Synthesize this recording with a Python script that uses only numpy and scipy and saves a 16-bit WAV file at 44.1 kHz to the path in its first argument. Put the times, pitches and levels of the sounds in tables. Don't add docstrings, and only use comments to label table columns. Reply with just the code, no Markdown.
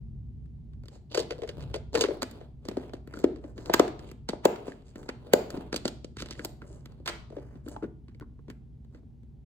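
import sys
import numpy as np
from scipy import signal
from scipy.fft import rfft, irfft
from scipy.io import wavfile
from scipy.ndimage import uniform_filter1d

SR = 44100
rng = np.random.default_rng(int(sys.argv[2]) if len(sys.argv) > 2 else 0)


def bounce(signal):
    frames = np.transpose(np.atleast_2d(signal))
    limited = np.clip(frames, -1, 1)
    pcm = np.round(limited * 32767).astype(np.int16)
    wavfile.write(sys.argv[1], SR, pcm)


N = 416744
TIME = np.arange(N) / SR
CONTACT_SAMPLES = 4096
AGE = np.arange(CONTACT_SAMPLES) / SR

# start in seconds, end in seconds, scrape in dB,
# hiss in dB, hiss centre in Hz, spread of slip sizes in dB (skin is smooth, plastic crackles).
STROKES = [(0.892, 1.008, -70.5, -72, 7140, 3), (0.879, 1.008, -65, -80, 2300, 5),
           (1.095, 1.219, -50.5, -53, 5000, 3.5), (1.172, 1.248, -42.5, -55, 5195, 8),
           (1.237, 1.505, -53.5, -68, 4800, 8), (1.469, 1.809, -51, -67, 4000, 8.5),
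           (1.922, 2.073, -33, -44.5, 6000, 6), (2.045, 2.21, -45.5, -78, 4500, 5.2),
           (2.253, 2.516, -54.5, -72, 3810, 1.8), (2.597, 3.009, -54, -72, 3360, 4),
           (3.04, 3.219, -52, -68, 2198, 5), (3.132, 3.237, -47, -61, 7000, 5.3),
           (3.399, 3.538, -52.5, -75, 7940, 1.6), (3.553, 3.742, -47, -64, 6910, 2.4),
           (3.944, 4.154, -52, -69, 3500, 3.7), (4.057, 4.11, -58.5, -61.5, 3114, 5),
           (4.049, 4.133, -65, -66.5, 7870, 4), (4.454, 4.851, -55, -73.5, 3290, 2.4),
           (4.645, 4.765, -62, -71.5, 7900, 2), (4.722, 5.014, -65.5, -77.5, 3320, 4),
           (4.823, 4.936, -69, -72, 7980, 2), (4.955, 5.095, -50, -70, 8000, 2),
           (5.152, 5.362, -54, -74, 4500, 2.2), (5.35, 5.73, -45, -66.5, 3482, 4.9),
           (5.709, 5.938, -55.5, -78, 4700, 5), (6.158, 6.541, -56, -65.5, 4630, 5.6),
           (6.333, 6.518, -51.5, -62, 8400, 2.5), (6.479, 6.971, -61, -88, 3300, 2.3),
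           (6.612, 6.863, -71, -72, 9000, 2.8), (6.832, 7.05, -63, -82.5, 4200, 2.7),
           (7.279, 7.628, -59.5, -72.5, 1500, 4.3), (7.633, 7.77, -56.5, -68.5, 9500, 2),
           (7.789, 7.881, -56.5, -87, 1290, 2.6), (8.896, 9.009, -62.5, -85, 7000, 2)]


def undb(db):
    return 10 ** (np.asarray(db) / 20)


def unit(x):
    return x / np.sqrt(np.mean(x ** 2) + 1e-20)


def along(points, size, axis=1):
    table = np.array(points, float)
    bins_hz = np.fft.rfftfreq(size, 1 / SR)
    return np.interp(np.log(bins_hz + 1), np.log(table[:, 0]), table[:, axis])


def colour(x, points):
    size = x.shape[-1]
    return irfft(rfft(x) * undb(along(points, size)), size)


def band(x, low_hz, high_hz):
    return signal.sosfilt(signal.butter(2, [low_hz, high_hz], "band", fs=SR, output="sos"), x)


def walk(rate_hz):
    hold = int(SR / rate_hz)
    steps = np.repeat(rng.standard_normal(N // hold + 1), hold)
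    return 1.3 * uniform_filter1d(steps, hold)[:N]


def stereo_noise(size, apart_db=-5):
    common, left, right = rng.standard_normal((3, size))
    return common + undb(apart_db) * np.array([left, right])


def blow(x, db):
    energy = np.sum(x ** 2, axis=-1, keepdims=True)
    return undb(db) * x / np.sqrt(energy / (.014 * SR) + 1e-20)


def add(bus, s, sound):
    start = int(s * SR) + CONTACT_SAMPLES - sound.shape[1]
    bus[:, start:start + sound.shape[1]] += sound[:, :N - start]


def background(hum_hz=61.8, hum_db=-4.5, side_db=-9, air_db=-48, air_from_hz=220):
    # frequency in Hz, level in dB.
    rumble_colour = [(20, -37), (32, -23.5), (42, 0), (80, -3), (140, 1), (190, -12.5), (235, -6.5),
                     (290, -19.5), (400, -23.5), (520, -35.5), (800, -38), (1200, -51), (3500, -55),
                     (14000, -69)]
    # time in seconds, level in dB.
    rumble_level = [(0, -41.5), (.82, -44), (.9, -51.5), (1.5, -47), (1.62, -39), (1.95, -43.5),
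                    (2.15, -50), (4.2, -46), (4.6, -54.5), (5.7, -47.5), (7.5, -48), (9.45, -50)]
    mid = unit(colour(rng.standard_normal(N), rumble_colour))
    side = unit(colour(rng.standard_normal(N), rumble_colour))
    hum = np.sqrt(2) * np.sin(2 * np.pi * hum_hz * TIME + .25 * walk(3))
    rumble = mid + undb(side_db) * side * np.array([[1], [-1]])
    pair = undb(-1.0) * rumble + undb(hum_db) * hum
    bass = signal.sosfiltfilt(signal.butter(2, air_from_hz, fs=SR, output="sos"), pair)
    air = pair - bass
    return bass * undb(np.interp(TIME, *np.transpose(rumble_level))) + air * undb(air_db)


def kitchen(x, build_s=0.0043, alike_hz=520):
    # centre in Hz, 60 dB decay time in seconds, level in dB.
    echo_bands = [(118, 0.52, 5), (303.3, 0.53, -1), (510, 0.33, -3), (800, 0.41, 1), (1040, 0.58, -3.5),
                  (1520, 0.34, -3), (2080, 0.39, -3), (3830, 0.46, -6.5), (7900, 0.31, -7.5),
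                  (14000, 0.34, -14.5)]
    size = SR * 4 // 5
    t = np.arange(size) / SR
    centres, t60s, levels = np.transpose(echo_bands)
    response = 0
    for hz, t60, db, share in zip(centres, t60s, levels, np.eye(len(echo_bands))):
        weight = np.sqrt(along(np.c_[centres, share], size))
        mid, side = irfft(rfft(rng.standard_normal((2, size))) * weight, size)
        width = min(hz / alike_hz, 1.4) ** 2 / 2
        pair = np.array([mid + width * side, mid - width * side]) / np.sqrt(1 + width ** 2)
        fade = undb(-60 * t / t60) * (1 - np.exp(-(t / build_s) ** 2))
        response = response + undb(db) * pair * fade / np.sqrt(np.sum(fade ** 2))
    return signal.fftconvolve(x[None], response, axes=1)[:, :N]


def ports(x):
    # frequency in Hz, left minus right in dB, phase by which left leads in radians.
    port_table = [(100, -2.2, -1.5), (277, 1, 0.5), (490, 7.5, -0.65), (795, -2, -2), (1100, -1, 1.33),
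                  (1580, -1, 0.85), (2670, -4.5, 2.5), (4530, -5.5, 2), (6830, 0, 5), (14300, -0.5, 4)]
    lean_db, lead = along(port_table, N, axis=1), along(port_table, N, axis=2)
    left = undb(lean_db / 2) * np.exp(.5j * lead)
    right = undb(-lean_db / 2) * np.exp(-.5j * lead)
    pair = np.array([left, right])
    return irfft(rfft(x) * pair / np.sqrt(np.mean(abs(pair) ** 2, axis=0)), N)


def dry_tick(tick_s=8.1992, tick_db=-59, weakens_above_hz=900):
    bus = np.zeros((2, N))
    add(bus, tick_s, blow(np.exp(-2 * np.pi * weakens_above_hz * AGE), tick_db)[None])
    return bus


def shell_ring(decay, scatter_db=4):
    # mode in Hz, level in dB, multiple of the shell decay.
    shell_modes = [(2927, 3.5, 1.5), (3720, -16.5, 1.5), (4560, -6, 1.5), (4930, 0.5, 2.2), (4650, 6, 1.5),
                   (6570, -3.5, 1.3), (7360, -10, 1.3), (8180, -21.5, 1.2)]
    hz, db, life = np.transpose(shell_modes)[:, :, None]
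    detune, size, phase = rng.standard_normal((3, len(shell_modes), 1))
    sine = np.sin(2 * np.pi * (hz * (1 + 0.0046 * detune) * AGE + phase))
    return np.sum(undb(db + scatter_db * size) * np.exp(-AGE / (decay * life)) * sine, axis=0)


def rubbing(unsteady_db=3.5, slips_per_s=1700, broad_db=-9, ring_db=-10, ring_s=.005, stroke_ease=1.4):
    # frequency in Hz, level in dB.
    scrape_colour = [(150, -4.5), (300, 6.5), (450, 7.5), (650, 1), (900, -5.5), (1500, -13), (3000, -32)]
    # frequency in Hz, level in dB.
    hiss_colour = [(600, -8.5), (1400, -8.5), (2300, 1.5), (4500, 2.5), (5600, -7.5), (7500, 0),
                   (10000, -9), (13000, -19.5), (16000, -25.5)]
    out, grip = np.zeros((2, N)), undb(unsteady_db * walk(35))
    size = SR // 2
    t = np.arange(size) / SR
    for start_s, end_s, scrape_db, hiss_db, hiss_hz, grain_db in STROKES:
        start = int(start_s * SR)
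        happens = rng.random(size) < slips_per_s / SR
        slips = happens * undb(grain_db * rng.exponential(size=size).clip(0, 3)) * stereo_noise(size)
        broad = colour(slips, hiss_colour)
        hiss = unit(band(broad, hiss_hz / 1.8, hiss_hz * 1.2)) + undb(broad_db) * unit(broad)
        ring = signal.fftconvolve(slips, shell_ring(ring_s)[None], axes=1)[:, :size]
        hiss = hiss + undb(ring_db) * unit(ring)
        scrape = unit(colour(slips[0], scrape_colour))
        speed = abs(np.sin(np.pi * np.clip(t / (end_s - start_s), 0, 1))) ** stroke_ease
        out[:, start:start + size] += speed * (undb(scrape_db) * scrape + undb(hiss_db) * hiss)
    return out * grip


def creaks(size_db=4, slip_s=.0007, spread=1.77, room_db=-11):
    # start in seconds, end in seconds, level in dB, slips per second, centre in Hz.
    creak_rows = [(6.183, 6.207, -41.5, 820, 2650), (6.212, 6.221, -49, 400, 4200),
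                  (6.311, 6.336, -46, 520, 3000), (6.261, 6.272, -60, 450, 2400)]
    bus = np.zeros((3, N))
    for start_s, end_s, db, slips_per_s, hz in creak_rows:
        slip_times = np.cumsum(rng.uniform(.3, 1.7, 32)) / slips_per_s
        slip_times = slip_times - slip_times[0]
        sizes = undb(size_db * rng.standard_normal(len(slip_times))) * (slip_times <= end_s - start_s)
        since = AGE - slip_times[:, None]
        envelope = sizes @ ((since > 0) * np.exp(-abs(since) / slip_s))
        pair = blow(band(stereo_noise(CONTACT_SAMPLES) * envelope, hz / spread, hz * spread), db)
        add(bus, start_s, np.vstack([pair, undb(room_db) * pair[0]]))
    return bus


def knock(hz, decay, modes=None, sweep=.9, sweep_s=0.0016):
    if modes is None:
        # multiple of the knock pitch, level in dB,
        # multiple of the knock decay.
        modes = [(0.331, -18, 1.5), (.66, -4, 1.3), (.84, -2, 1.05), (1.25, -5.5, 1.0), (1.9, -32, .7)]
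    travel = AGE + sweep * sweep_s * (1 - np.exp(-AGE / sweep_s))
    out = 0
    for ratio, db, life in modes:
        detune, size, phase = rng.standard_normal(3)
        swell = AGE / (decay * life) * np.exp(-AGE / (decay * life))
        sine = np.sin(2 * np.pi * hz * ratio * (1 + 0.038 * detune) * travel + .5 * phase)
        out = out + undb(db + size) * swell * sine
    return out


def bend(first_hz, last_hz, swell_s, ring_hz, ring_db, fall_s=.0022, steepness=3.2, ring_s=.014,
         thump_hz=235, thump_db=-13.0, thump_s=.0019):
    hz = last_hz + (first_hz - last_hz) * np.exp(-AGE / fall_s)
    swell = (AGE / swell_s * np.exp(1 - AGE / swell_s)) ** steepness
    wave = swell * np.sin(2 * np.pi * np.cumsum(hz) / SR)
    ring = np.sin(2 * np.pi * ring_hz * AGE) * np.exp(-AGE / ring_s) * (1 - np.exp(-AGE / swell_s))
    thump = np.sin(2 * np.pi * thump_hz * AGE) * AGE * np.exp(-AGE / thump_s)
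    return unit(wave) + undb(ring_db) * unit(ring) + undb(thump_db) * unit(thump)


def clack(t, envelope, hz, spread=1.5, skirt_db=-5, mode_db=1, mode_s=0.002):
    burst = stereo_noise(len(t)) * envelope
    crowd = band(burst, hz / spread, hz * spread) + undb(skirt_db) * band(burst, 640, 3600)
    mode = np.sin(2 * np.pi * hz * t) * np.exp(-t / mode_s) * (1 - np.exp(-t / 0.0018))
    return unit(crowd) + undb(mode_db) * unit(mode)


def click(envelope, decay, ring_db):
    # frequency in Hz, level in dB.
    crack_colour = [(1500, -20.5), (2400, 1), (3200, 7), (4400, 12), (5500, 4.5), (7200, 1.5), (8500, 3),
                    (10000, -18), (16000, -18.5)]
    crack = colour(stereo_noise(CONTACT_SAMPLES), crack_colour) * envelope
    return unit(crack) + undb(ring_db) * unit(shell_ring(decay))


def chatter(t, decay, count=3, gap=2.6, bounce_db=-14, loss_db=-3):
    since = t - np.cumsum(gap * decay * (.5 + rng.random(count)))[:, None]
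    sizes = undb(bounce_db + loss_db * np.arange(count) + 2 * rng.standard_normal(count))
    return np.exp(-t / decay) + sizes @ ((since > 0) * np.exp(-abs(since) / decay))


def contact(flex, knock_db, clack_db, click_db, edge_db, clack_hz, shell_s, room_db, edge=None, spread=1.7,
            mode_db=1, mode_s=0.0024, bounce_db=-14, clack_life=1.3, edge_life=.93, ring_db=-4,
            ring_life=1.3, skirt_db=-5, lead_db=-15, lead_s=0.0023, scatter_s=.014, radiates_from_hz=130):
    if edge is None:
        # frequency in Hz, level in dB.
        edge = [(5500, -20), (7000, 5), (8300, 1.5), (10000, -13), (12000, 4), (14000, -4.5),
                (16000, -12.5)]

    def shell(envelope, ring_db):
        wall = clack(AGE, envelope ** (1 / clack_life), clack_hz, spread, skirt_db, mode_db, mode_s)
        bright = click(envelope, shell_s * ring_life, ring_db)
        tick = colour(stereo_noise(CONTACT_SAMPLES), edge) * envelope ** (1 / edge_life)
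        return blow(wall, clack_db) + blow(bright, click_db) + blow(tick, edge_db)

    high_pass = signal.butter(2, radiates_from_hz, "high", fs=SR, output="sos")
    body = blow(signal.sosfilt(high_pass, flex), knock_db)
    direct = body + shell(chatter(AGE, shell_s, bounce_db=bounce_db), ring_db)
    thrown = undb(room_db) * (body + shell(np.exp(-AGE / scatter_s), -14.5)[0])
    lead = undb(lead_db) * shell(np.exp(-AGE / lead_s), -15)[:, ::-1]
    return np.block([[lead, direct], [np.zeros(CONTACT_SAMPLES), thrown]])


def snacks(shifts_per_s=7, shift_knock_db=-2.5, shift_click_db=-0.5, clack_db=-5, edge_db=-17):
    bus = np.zeros((3, N))
    for start_s, end_s, scrape_db, hiss_db, _, _ in STROKES:
        length_s = end_s - start_s
        count = int(round(shifts_per_s * length_s))
        knock_db, click_db = scrape_db + shift_knock_db, hiss_db + shift_click_db
        middle_db = (knock_db + click_db) / 2 + clack_db
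        for place, pitch in rng.uniform(-1, 1, (count, 2)):
            s = (start_s + end_s + place * length_s) / 2
            speed = np.cos(np.pi * place / 2)
            tick = contact(knock(410 * 1.25 ** pitch, .0017), knock_db, middle_db, click_db,
                           click_db + edge_db, clack_hz=1400 * 1.25 ** pitch, shell_s=0.00094, room_db=-5.5)
            add(bus, s, speed * tick)
    return bus


def rattle(handle_hz=500, knock_db=-46, edge_db=-12):
    # time in seconds, clack in dB, click in dB.
    rattle_rows = [(7.0596, -47, -43), (7.0635, -44.5, -51), (7.0765, -33, -37), (7.0795, -37, -50.5),
                   (7.0874, -38.5, -40.5), (7.094, -47, -47), (7.0975, -43, -54)]
    bus = np.zeros((3, N))
    for s, clack_db, click_db in rattle_rows:
        add(bus, s, contact(knock(handle_hz, 0.00354), knock_db, clack_db, click_db, click_db + edge_db,
                            clack_hz=1340, shell_s=0.0022, room_db=-3.0, spread=2.1, mode_db=-10.0,
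                            bounce_db=-14.5, ring_db=-10, lead_db=-18))
    return bus


def hollow_taps(rim_hz=344, edge_db=-14):
    # time in seconds, knock in dB, clack in dB, click in dB, clack centre in Hz, ring in seconds.
    tap_rows = [(2.8314, -48.5, -62, -75, 1920, .003), (3.1383, -41, -44.5, -56, 1390, .003),
                (3.171, -40.5, -48.5, -65.5, 1420, .003), (4.72, -49, -51, -63, 1710, .0013),
                (6.202, -44.5, -49, -48, 1280, .0012), (6.352, -63, -58, -70, 1900, .002),
                (6.3939, -38, -41.5, -55.5, 1630, .0012), (6.6185, -47, -49, -67.5, 1410, 0.0017),
                (7.679, -45, -53.5, -71, 1380, 0.0016), (7.7447, -54, -63, -82, 1280, .002),
                (7.7636, -46, -39, -72, 844, .003), (7.8246, -32, -50.5, -76, 1410, .006),
                (7.8407, -31, -50.5, -74, 1440, 0.0054), (8.147, -57, -67, -75, 2200, .0013),
                (8.2101, -44, -55, -71, 1448, .002), (8.223, -47.5, -53, -78, 1050, 0.0028),
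                (8.391, -55.5, -66.5, -88, 1093, 0.0022), (8.5014, -51, -55.5, -64, 1490, 0.0014),
                (9.031, -55, -80.5, -98, 1142, .003)]
    bus = np.zeros((3, N))
    for s, knock_db, clack_db, click_db, clack_hz, ring_s in tap_rows:
        add(bus, s, contact(knock(rim_hz, .0043), knock_db, clack_db, click_db, click_db + edge_db,
                            clack_hz=clack_hz, shell_s=0.0026, room_db=-11.5, spread=1.4, mode_db=3.5,
                            mode_s=ring_s, skirt_db=-26.5, lead_db=-20))
    return bus


def clicks():
    # time in seconds, knock in dB, clack in dB, click in dB, edge tick in dB, knock pitch in Hz.
    click_rows = [(0.4575, -81, -77, -82, -92, 397), (0.7342, -76, -72, -77, -93, 403),
                  (0.836, -58, -67, -73, -79, 404), (0.857, -54, -66, -64, -74.5, 342),
                  (.884, -53.5, -61.5, -55, -73, 399), (2.221, -34.5, -36, -37, -47, 399),
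                  (2.23, -32.5, -37.5, -38.5, -45, 383), (2.312, -54, -61, -60, -57, 332),
                  (2.6863, -31.5, -43.5, -44.5, -52.5, 335), (2.895, -52.5, -60.5, -73.5, -85, 398),
                  (3.0747, -43.5, -57.5, -67.5, -67.5, 336.4), (3.19, -47, -60.5, -59, -58, 400),
                  (3.659, -55, -52, -49.5, -64.5, 396), (3.8796, -42, -47.5, -53, -66.5, 330),
                  (3.993, -45, -55.5, -58.5, -76, 339), (4.1147, -46, -55, -61.5, -60, 333),
                  (4.2894, -30.5, -39, -37.5, -57.5, 496), (4.295, -33, -45, -42, -62, 282.3),
                  (4.559, -43.5, -52, -57.5, -68, 409.5), (4.9576, -41, -53, -60.5, -67.5, 334.5),
                  (5.0298, -58, -58, -70.5, -71, 338.7), (5.09, -34, -37.5, -44.5, -58.5, 401),
                  (5.504, -45, -48.5, -49, -53, 335), (5.728, -32, -37, -40, -66, 347.5),
                  (5.743, -31, -42, -40, -70, 353), (5.7618, -38, -43.5, -33, -47, 341),
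                  (5.8545, -25, -39.5, -34, -67, 348.3), (5.8794, -37.5, -42.5, -36, -48.5, 332.5),
                  (6.0453, -39, -58, -50, -82.5, 369.7), (6.169, -45, -48, -50.5, -83, 334),
                  (6.2222, -37, -43.5, -42.5, -63.5, 332.5), (6.2865, -63, -58, -54.5, -80, 335),
                  (6.2594, -47, -52.5, -51, -76.5, 334), (6.3093, -44.5, -49.5, -42, -79, 340.6),
                  (6.4483, -36, -45.5, -39.5, -38.5, 450.6), (6.8581, -55, -54, -60, -64.5, 340),
                  (6.921, -63, -69, -71, -81, 402), (7.685, -43, -64, -57, -54.5, 338.5),
                  (8.5007, -44.5, -52.5, -65, -61, 334.8), (8.8476, -66, -76, -82.5, -87.5, 400.3),
                  (9.233, -64, -78, -82, -90, 399.5)]
    bus = np.zeros((3, N))
    for s, knock_db, clack_db, click_db, edge_db, knock_hz in click_rows:
        add(bus, s, contact(knock(knock_hz, .0023), knock_db, clack_db, click_db, edge_db,
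                            clack_hz=1340, shell_s=0.0015, room_db=-9.5, mode_db=-7))
    return bus


def bumps(edge_db=-16):
    # time in seconds, knock in dB, clack in dB, click in dB, knock pitch in Hz,
    # knock decay in seconds.
    bump_rows = [(0.914, -56, -79, -78, 657, 0.0096), (.955, -54, -72.5, -68, 670, 0.0038),
                 (2.412, -45, -59.5, -82.5, 509, 0.0033), (2.6524, -43, -57.5, -57, 390, 0.0038),
                 (2.713, -38.5, -54.5, -61, 409, 0.0027), (2.7697, -26, -48, -54.5, 414, 0.0032),
                 (2.9351, -35.5, -51, -54, 412, 0.0024), (3.3595, -46, -59, -64.5, 380, 0.0047),
                 (3.44, -38.5, -57, -75, 419, 0.0043), (3.5787, -40, -51, -57.5, 380, 0.0047),
                 (3.6971, -23, -41, -51.5, 533, 0.0024), (4.3328, -31, -53, -70.5, 475.4, 0.0019),
                 (4.6806, -34, -52.5, -66, 420.7, 0.0024), (5.5415, -34, -56, -64, 329.7, 0.0022),
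                 (5.572, -32.5, -53.5, -57.5, 302.2, 0.0041), (6.532, -58, -72.5, -80, 466, 0.0039),
                 (6.7017, -49, -75, -80, 473, 0.0049), (7, -50, -76, -84, 407.5, 0.004),
                 (7.302, -47, -64.5, -70.5, 472.5, 0.0034), (7.324, -44, -66, -80, 507.5, 0.0038),
                 (7.3663, -35, -55, -77.5, 441.4, .004), (7.384, -40.5, -62, -89, 431.3, 0.0027),
                 (7.555, -43.5, -64.5, -81, 250.7, 0.0039), (7.6627, -39, -60.5, -71.5, 354, 0.0044),
                 (7.831, -34, -57, -82, 330, 0.0027), (8.0827, -50.5, -62.5, -76, 280, 0.0056),
                 (8.4822, -42.5, -60, -78.5, 300.3, 0.0044), (8.947, -50, -62, -78, 398.5, 0.0047)]
    bus = np.zeros((3, N))
    for s, knock_db, clack_db, click_db, knock_hz, knock_s in bump_rows:
        add(bus, s, contact(knock(knock_hz, knock_s, sweep=.8), knock_db, clack_db, click_db,
                            click_db + edge_db, clack_hz=1150, shell_s=0.0041, room_db=-8.5,
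                            mode_db=-7.5, lead_db=-19))
    return bus


def lid(edge_db=-19):
    # multiple of the knock pitch, level in dB,
    # multiple of the knock decay.
    lid_modes = [(.75, 4, 1.0), (.96, 9, 1.3), (1.05, 0.5, 1.8), (1.3, -0.5, 1.3), (1.48, -17.5, 1.3)]
    # time in seconds, knock in dB, clack in dB, click in dB, knock pitch in Hz, clack centre in Hz.
    lid_rows = [(1.1466, -31, -35.5, -34.5, 505, 930), (1.1748, -21.5, -34, -33.5, 464, 990),
                (1.193, -31, -56, -36, 486, 1400), (1.2018, -37.5, -55, -39, 499, 1400),
                (1.152, -36, -46, -39, 512, 1200), (1.307, -32.5, -39, -44.5, 457, 1400),
                (1.322, -37.5, -54.5, -58.5, 505, 1400), (1.388, -41, -67.5, -65, 470, 990),
                (1.4196, -34, -51.5, -56.5, 437, 1000), (1.434, -31.5, -48, -60, 468, 950),
                (1.476, -48, -53.5, -56, 463, 1397), (1.4908, -37, -44, -46.5, 460, 1352),
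                (1.6064, -56, -54.5, -57.5, 450, 1118), (1.625, -49.5, -60, -60.5, 440, 1400),
                (1.7418, -31.5, -37, -43.5, 451, 1400), (1.76, -35, -53.5, -47.5, 494, 1400),
                (1.9435, -27.5, -50.5, -45, 449, 1100), (1.952, -21, -28.5, -33, 483, 950),
                (2.0098, -23.5, -39.5, -25, 486, 900), (2.0178, -34, -40.5, -34, 487, 1200),
                (2.0385, -22.5, -29, -38.5, 433, 1100), (2.0855, -25, -48, -56, 399, 910),
                (2.108, -29.5, -51, -69, 424, 900)]
    bus = np.zeros((3, N))
    for s, knock_db, clack_db, click_db, knock_hz, clack_hz in lid_rows:
        add(bus, s, contact(knock(knock_hz, .0036, lid_modes, sweep=.6), knock_db, clack_db, click_db,
                            click_db + edge_db, clack_hz=clack_hz, shell_s=.003, room_db=-11, spread=2.43,
                            mode_db=-11.5, ring_db=-2.0, ring_life=1.9, lead_db=-17))
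    return bus


def latches():
    # frequency in Hz, level in dB.
    latch_colour = [(4500, -20), (6000, -5), (7100, 7.5), (7900, 1.5), (8700, -15.5), (10500, -20.5),
                    (12000, 0), (13900, 4), (16000, -0.5)]
    # time in seconds, knock in dB, clack in dB, click in dB, edge tick in dB,
    # first and last pitch of the bending wave in Hz, its swell in seconds, clack centre in Hz,
    # hollow ring in Hz, hollow ring against the wave in dB.
    snap_rows = [(3.2414, -15, -38.5, -45.5, -62, 850, 265, 0.0035, 1330, 340, -14),
                 (3.738, -23, -23.5, -28, -28.5, 2300, 520, 0.0034, 1610, 470, -12),
                 (3.742, -21, -26, -29.5, -32, 950, 227.5, 0.0022, 1130, 330, -9.5),
                 (3.796, -12, -24.5, -30, -38, 1620, 300, 0.0046, 1223, 700, -17),
                 (4.4532, -13, -22.5, -39.5, -28.5, 1450, 290, .0038, 907, 560, -16.5),
                 (5.3352, -12, -27, -28.5, -25, 1058, 340, .003, 1485, 589, -13)]
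    bus = np.zeros((3, N))
    for (s, knock_db, clack_db, click_db, edge_db, first_hz, last_hz, swell_s,
         clack_hz, ring_hz, ring_db) in snap_rows:
        wave = bend(first_hz, last_hz, swell_s, ring_hz, ring_db)
        add(bus, s, contact(wave, knock_db, clack_db, click_db, edge_db, clack_hz=clack_hz,
                            shell_s=0.00088, room_db=-8.0, edge=latch_colour, bounce_db=-16.5,
                            clack_life=2.9, mode_db=-1.5, mode_s=.002, ring_db=-8, ring_life=2.2))
    return bus


def scene():
    rumble = background() * signal.windows.tukey(N, .003)
    rub = rubbing()
    struck = lid() + latches() + bumps() + clicks() + hollow_taps() + rattle() + creaks() + snacks()
    direct, thrown = struck[:2], struck[2]
    near = ports(direct + rub)
    echo = kitchen(thrown + undb(-0.5) * rub[0])
    return near + echo + dry_tick() + rumble


def record(dry, top_hz=16500):
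    rounded = dry / (1 + (dry / .9) ** 6) ** (1 / 6)
    return signal.sosfilt(signal.ellip(8, .2, 70, top_hz, fs=SR, output="sos"), rounded)


dry = scene()
out = record(dry)
bounce(out)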